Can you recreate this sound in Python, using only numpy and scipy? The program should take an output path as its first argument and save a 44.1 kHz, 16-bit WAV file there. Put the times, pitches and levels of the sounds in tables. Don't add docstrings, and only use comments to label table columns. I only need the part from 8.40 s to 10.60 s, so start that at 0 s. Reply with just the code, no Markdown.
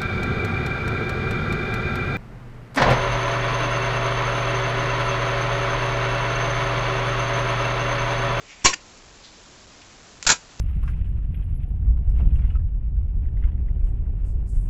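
import sys
import numpy as np
from scipy import signal
from scipy.fft import rfft, irfft
from scipy.io import wavfile
from scipy.ndimage import uniform_filter1d, minimum_filter1d

SR = 44100
rng = np.random.default_rng(int(sys.argv[2]) if len(sys.argv) > 2 else 0)


def waveform_to_disk(signal):
    frames = np.transpose(np.atleast_2d(signal))
    scaled = np.clip(frames, -1, 1) * 32767
    samples = np.round(scaled).astype(np.int16)
    wavfile.write(sys.argv[1], SR, samples)


N = 97020
T = np.arange(N) / SR
CUTOFF_HZ = 8800


def from_db(db):
    return 10 ** (np.asarray(db) / 20)


def unit_power(x):
    return x / np.sqrt(np.mean(x ** 2) + 1e-20)


def coloured(x, colour, tilt_db=0):
    size = 2 * N
    hz = np.maximum(np.arange(N + 1) * SR / size, 1)
    points = np.array(colour)
    curve_db = np.interp(np.log(hz), np.log(points[:, 0]), points[:, 1])
    gain = from_db(curve_db + tilt_db * np.log2(np.clip(hz, 1200, CUTOFF_HZ)))
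    gain /= np.sqrt(np.mean(gain[hz < CUTOFF_HZ] ** 2))
    cepstrum = irfft(np.log(gain))
    cepstrum[1:N] *= 2
    cepstrum[N + 1:] = 0
    return irfft(rfft(x, size) * np.exp(rfft(cepstrum)))[:N]


def grains(per_s, spread_db):
    hits = (rng.random(N) < per_s / SR) * rng.choice([-1, 1], N)
    return unit_power(hits * from_db(spread_db * rng.standard_normal(N)))


def cracks(contacts, colour, fade_s):
    out = np.zeros(N)
    for start, db, chatter_s, tilt_db, *_ in contacts:
        shape = (T >= start) * from_db(-60 * np.maximum(T - start - chatter_s, 0) / fade_s)
        burst = shape * grains(per_s=7000, spread_db=4)
        burst *= np.sqrt(np.sum(shape ** 2) / (np.sum(burst ** 2) + 1e-20))
        out += from_db(db) * coloured(burst, colour, np.clip(tilt_db, -5, 5))
    return out


def ringing(snaps, tones, fade_s):
    out = np.zeros(N)
    for (hz, tone_db), phase in zip(tones, rng.uniform(0, 2 * np.pi, len(tones))):
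        kicks = np.zeros(N)
        for start, db, _, _, ring_db in snaps:
            kicks[int(start * SR)] += from_db(db + ring_db + tone_db) ** 2
        tone_fade_s = fade_s * (2000 / hz) ** 0.077
        energy_kept = from_db(-120 / (SR * tone_fade_s))
        energy = signal.lfilter([1], [1, -energy_kept], kicks + 1e-20)
        out += np.sqrt(energy) * np.sin(2 * np.pi * hz * T + phase)
    return out


# f/Hz, level/dB
AIR_COLOUR = [(8, 7.5), (28, 19), (60, 16), (150, 12), (400, 9), (1000, 5), (3000, -0.5), (8000, -0.5)]


def room_air():
    return from_db(-51) * unit_power(coloured(rng.standard_normal(N), AIR_COLOUR))


# t/s, level/dB, rise/s, fall/s, centre f/Hz
DISC_SLIDES = [(.115, -44.5, 0.036, 0.043, 2300), (.11, -52, 0.034, 0.055, 5670),
               (0.217, -50, 0.043, 0.044, 2290), (0.844, -45.5, 0.0079, 0.048, 3935),
               (0.942, -57.5, 0.0069, 0.022, 5070), (1.194, -56, 0.011, 0.023, 4160),
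               (1.419, -47, .004, 0.0092, 2590)]


def sliding():
    out = np.zeros(N)
    for peak_time, db, rise, fall, hz in DISC_SLIDES:
        width_hz = 0.31 * hz
        radius = np.exp(-np.pi * width_hz / SR)
        resonance = [1, -2 * radius * np.cos(2 * np.pi * hz / SR), radius ** 2]
        rub = signal.lfilter([1, 0, -1], resonance, grains(per_s=4900, spread_db=4.5))
        swell = np.exp(-np.maximum((peak_time - T) / rise, (T - peak_time) / fall))
        out += from_db(db) * unit_power(rub) * swell
    return out


# t/s, level/dB, chatter/s, treble tilt/(dB per octave)
EDGE_TOUCHES = [(.232, -45, .002, -4.5), (.574, -45.5, 0.0022, 3), (1.415, -46.5, .004, 0.5),
                (1.8268, -20.5, 0.00094, 0.5), (1.8295, -38.5, 0.0015, -10), (1.837, -38, 0.013, 9),
                (1.8503, -33, 0.0045, -7), (2.195, -29.5, 0.0033, 0)]
# f/Hz, level/dB
EDGE_COLOUR = [(60, -13), (700, -11), (1500, -8.5), (2600, -4), (4500, -2.5), (5800, -4.5), (7000, -0.5),
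               (8000, -1)]


def edge_ticks():
    return cracks(EDGE_TOUCHES, EDGE_COLOUR, fade_s=0.027)


# t/s, level/dB, chatter/s, treble tilt/(dB per octave), ring/dB
RELEASE_SNAPS = [(.2422, -22.5, 0.0042, 2, -17), (.2475, -3.5, 0.013, 1, -9), (.2566, -0.5, .004, -1, -1.5),
                 (.2665, -20, 0.0054, 5.5, -11)]
# f/Hz, level/dB
RELEASE_SNAP_COLOUR = [(15, -4.5), (40, 5), (120, -4.5), (260, -1), (520, -4.5), (720, -6.5), (860, -5),
                       (1060, 4), (1300, -9), (1550, -1.5), (2200, 0), (2850, 0), (3500, -2.5),
                       (4300, -2.5), (5050, -7), (5700, 2), (6200, -1), (6700, 1), (8000, -0.5)]
# f/Hz, level/dB
FREE_TONES = [(393, -9), (720, -6), (1020, -2), (1076, 1), (1620, -9), (1946, -4), (2148, -5), (2308, 2),
              (2347, -4), (2810, -4), (3303, -7), (4087, -8), (4222, -8), (4570, -7), (5490, -4),
              (5626, -5), (5781, -2), (6441, -5), (6560, -5), (6628, -2), (6738, -2), (6995, -5),
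              (7276, -6)]


def disc_release():
    snaps = cracks(RELEASE_SNAPS, RELEASE_SNAP_COLOUR, fade_s=0.03)
    return snaps, ringing(RELEASE_SNAPS, FREE_TONES, fade_s=0.091)


# t/s, level/dB, rise/s
CASE_BENDS = [(0.2484, -13.5, 0.0016), (0.259, -20.5, .012), (1.864, -24, 0.0061)]


def case_bending():
    out = np.zeros(N)
    for start, db, rise in CASE_BENDS:
        age = np.maximum(T - start, 0) / rise
        out -= from_db(db) * age * np.exp(1 - age)
    return out


# t/s, level/dB, chatter/s, treble tilt/(dB per octave)
TRAY_HITS = [(.3285, -28.5, .004, -3.5), (.3332, -19.5, 0.0035, -3.5), (.3372, -17, 0.0054, 2.5)]
# f/Hz, level/dB
TRAY_COLOUR = [(60, -29.5), (450, -13), (780, -3.5), (1100, -11), (1650, 6.5), (2100, 2.5), (2600, 3.5),
               (3300, -4.5), (4300, -9), (4800, 3), (5300, -8), (6000, -4), (7000, -2.5), (8000, -5)]


def tray_clap():
    return cracks(TRAY_HITS, TRAY_COLOUR, fade_s=0.016)


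# t/s, level/dB, chatter/s, treble tilt/(dB per octave), ring/dB
PRESS_SNAPS = [(1.8655, -7.5, 0.011, -0.5, -11), (1.8872, -17.5, 0.0031, -4, -1),
               (1.8917, -12.5, 0.014, -0.5, 10), (1.9012, -4.5, 0.0031, -2, -2.5),
               (1.9095, -15.5, 0.0053, 2.5, -3), (1.9147, -10.5, 0.006, -0.5, -9),
               (1.9215, -15, 0.0057, -3.5, 0.5)]
# f/Hz, level/dB
PRESS_SNAP_COLOUR = [(15, -15), (50, -2), (120, -3.5), (400, -7.5), (720, -7.5), (960, 1), (1150, -7),
                     (1380, 2.5), (1700, 0.5), (2000, -3.5), (2400, 0), (2850, -4), (3900, 0.5),
                     (5100, 0.5), (5500, 0), (6800, 4), (7400, 5.5), (8000, 1.5)]
# f/Hz, level/dB
SEATED_TONES = [(490, -15), (968, -7), (1324, -2), (1450, -4), (1611, -3), (1823, -9), (2222, -6),
                (2381, -8), (2483, -9), (2612, -9), (3305, -7), (4098, -6), (4807, -10), (5107, -8),
                (5824, -6), (5993, -7), (6225, -6), (6646, -3), (6741, 0), (6825, -7), (6940, -7),
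                (7325, -6)]


def disc_press():
    snaps = cracks(PRESS_SNAPS, PRESS_SNAP_COLOUR, fade_s=0.051)
    return snaps, ringing(PRESS_SNAPS, SEATED_TONES, fade_s=0.1)


# f/Hz, level/dB, time to drop 60 dB/s
ROOM_ECHO = [(100, -14, 0.29), (426, -7.5, 0.21), (1200, -12, 0.23), (3000, -5, .15), (7340, -7, 0.16)]


def room_echo(x):
    t, table = T[:SR // 2], np.array(ROOM_ECHO)
    edges_hz, build_s = np.geomspace(35, 9000, 9), 0.0036
    echo = np.zeros(len(t))
    for low, high in zip(edges_hz, edges_hz[1:]):
        log_centre = np.log(low * high) / 2
        db, fade_s = (np.interp(log_centre, np.log(table[:, 0]), table[:, k]) for k in (1, 2))
        octave = signal.butter(2, [low, high], "band", fs=SR, output="sos")
        noise = signal.sosfilt(octave, rng.standard_normal(len(t)))
        tail = noise * from_db(-60 * t / fade_s) * (1 - np.exp(-t / build_s))
        echo += from_db(db) * tail * np.sqrt(2 * (high - low) / SR / np.sum(tail ** 2))
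    return signal.fftconvolve(x, echo)[:N]


def scene():
    release, free_ring = disc_release()
    press, seated_ring = disc_press()
    rings = from_db(-14) * (free_ring + seated_ring)
    handling = sliding() + edge_ticks() + tray_clap()
    echo = room_echo(release + from_db(-8.5) * press + from_db(-12) * handling)
    return (room_air() + release + press + rings + handling + case_bending() + echo)[None]


def record(dry):
    overload, step, ceiling = 1.1, 1 / 128, 0.97
    rate_hz, limiter_s = 16000, 0.0015
    rounded = overload * np.tanh(dry / overload)
    sampled = signal.resample_poly(rounded, rate_hz, SR, axis=1, window=("kaiser", 3))
    stepped = step * (np.floor(sampled / step) + 0.5)
    smoothing = signal.firwin(121, cutoff=7750, window=("kaiser", 5), fs=SR)
    smooth = signal.fftconvolve(signal.resample(stepped, N, axis=1), smoothing[None], "same")
    span = int(limiter_s * SR)
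    gain = minimum_filter1d(ceiling / np.maximum(np.abs(smooth), ceiling), 2 * span + 1)
    limited = smooth * uniform_filter1d(uniform_filter1d(gain, span), span)
    treble_cut = signal.cheby2(14, 30, CUTOFF_HZ, fs=SR, output="sos")
    return signal.sosfiltfilt(treble_cut, limited)


dry = scene()
out = record(dry)
waveform_to_disk(out)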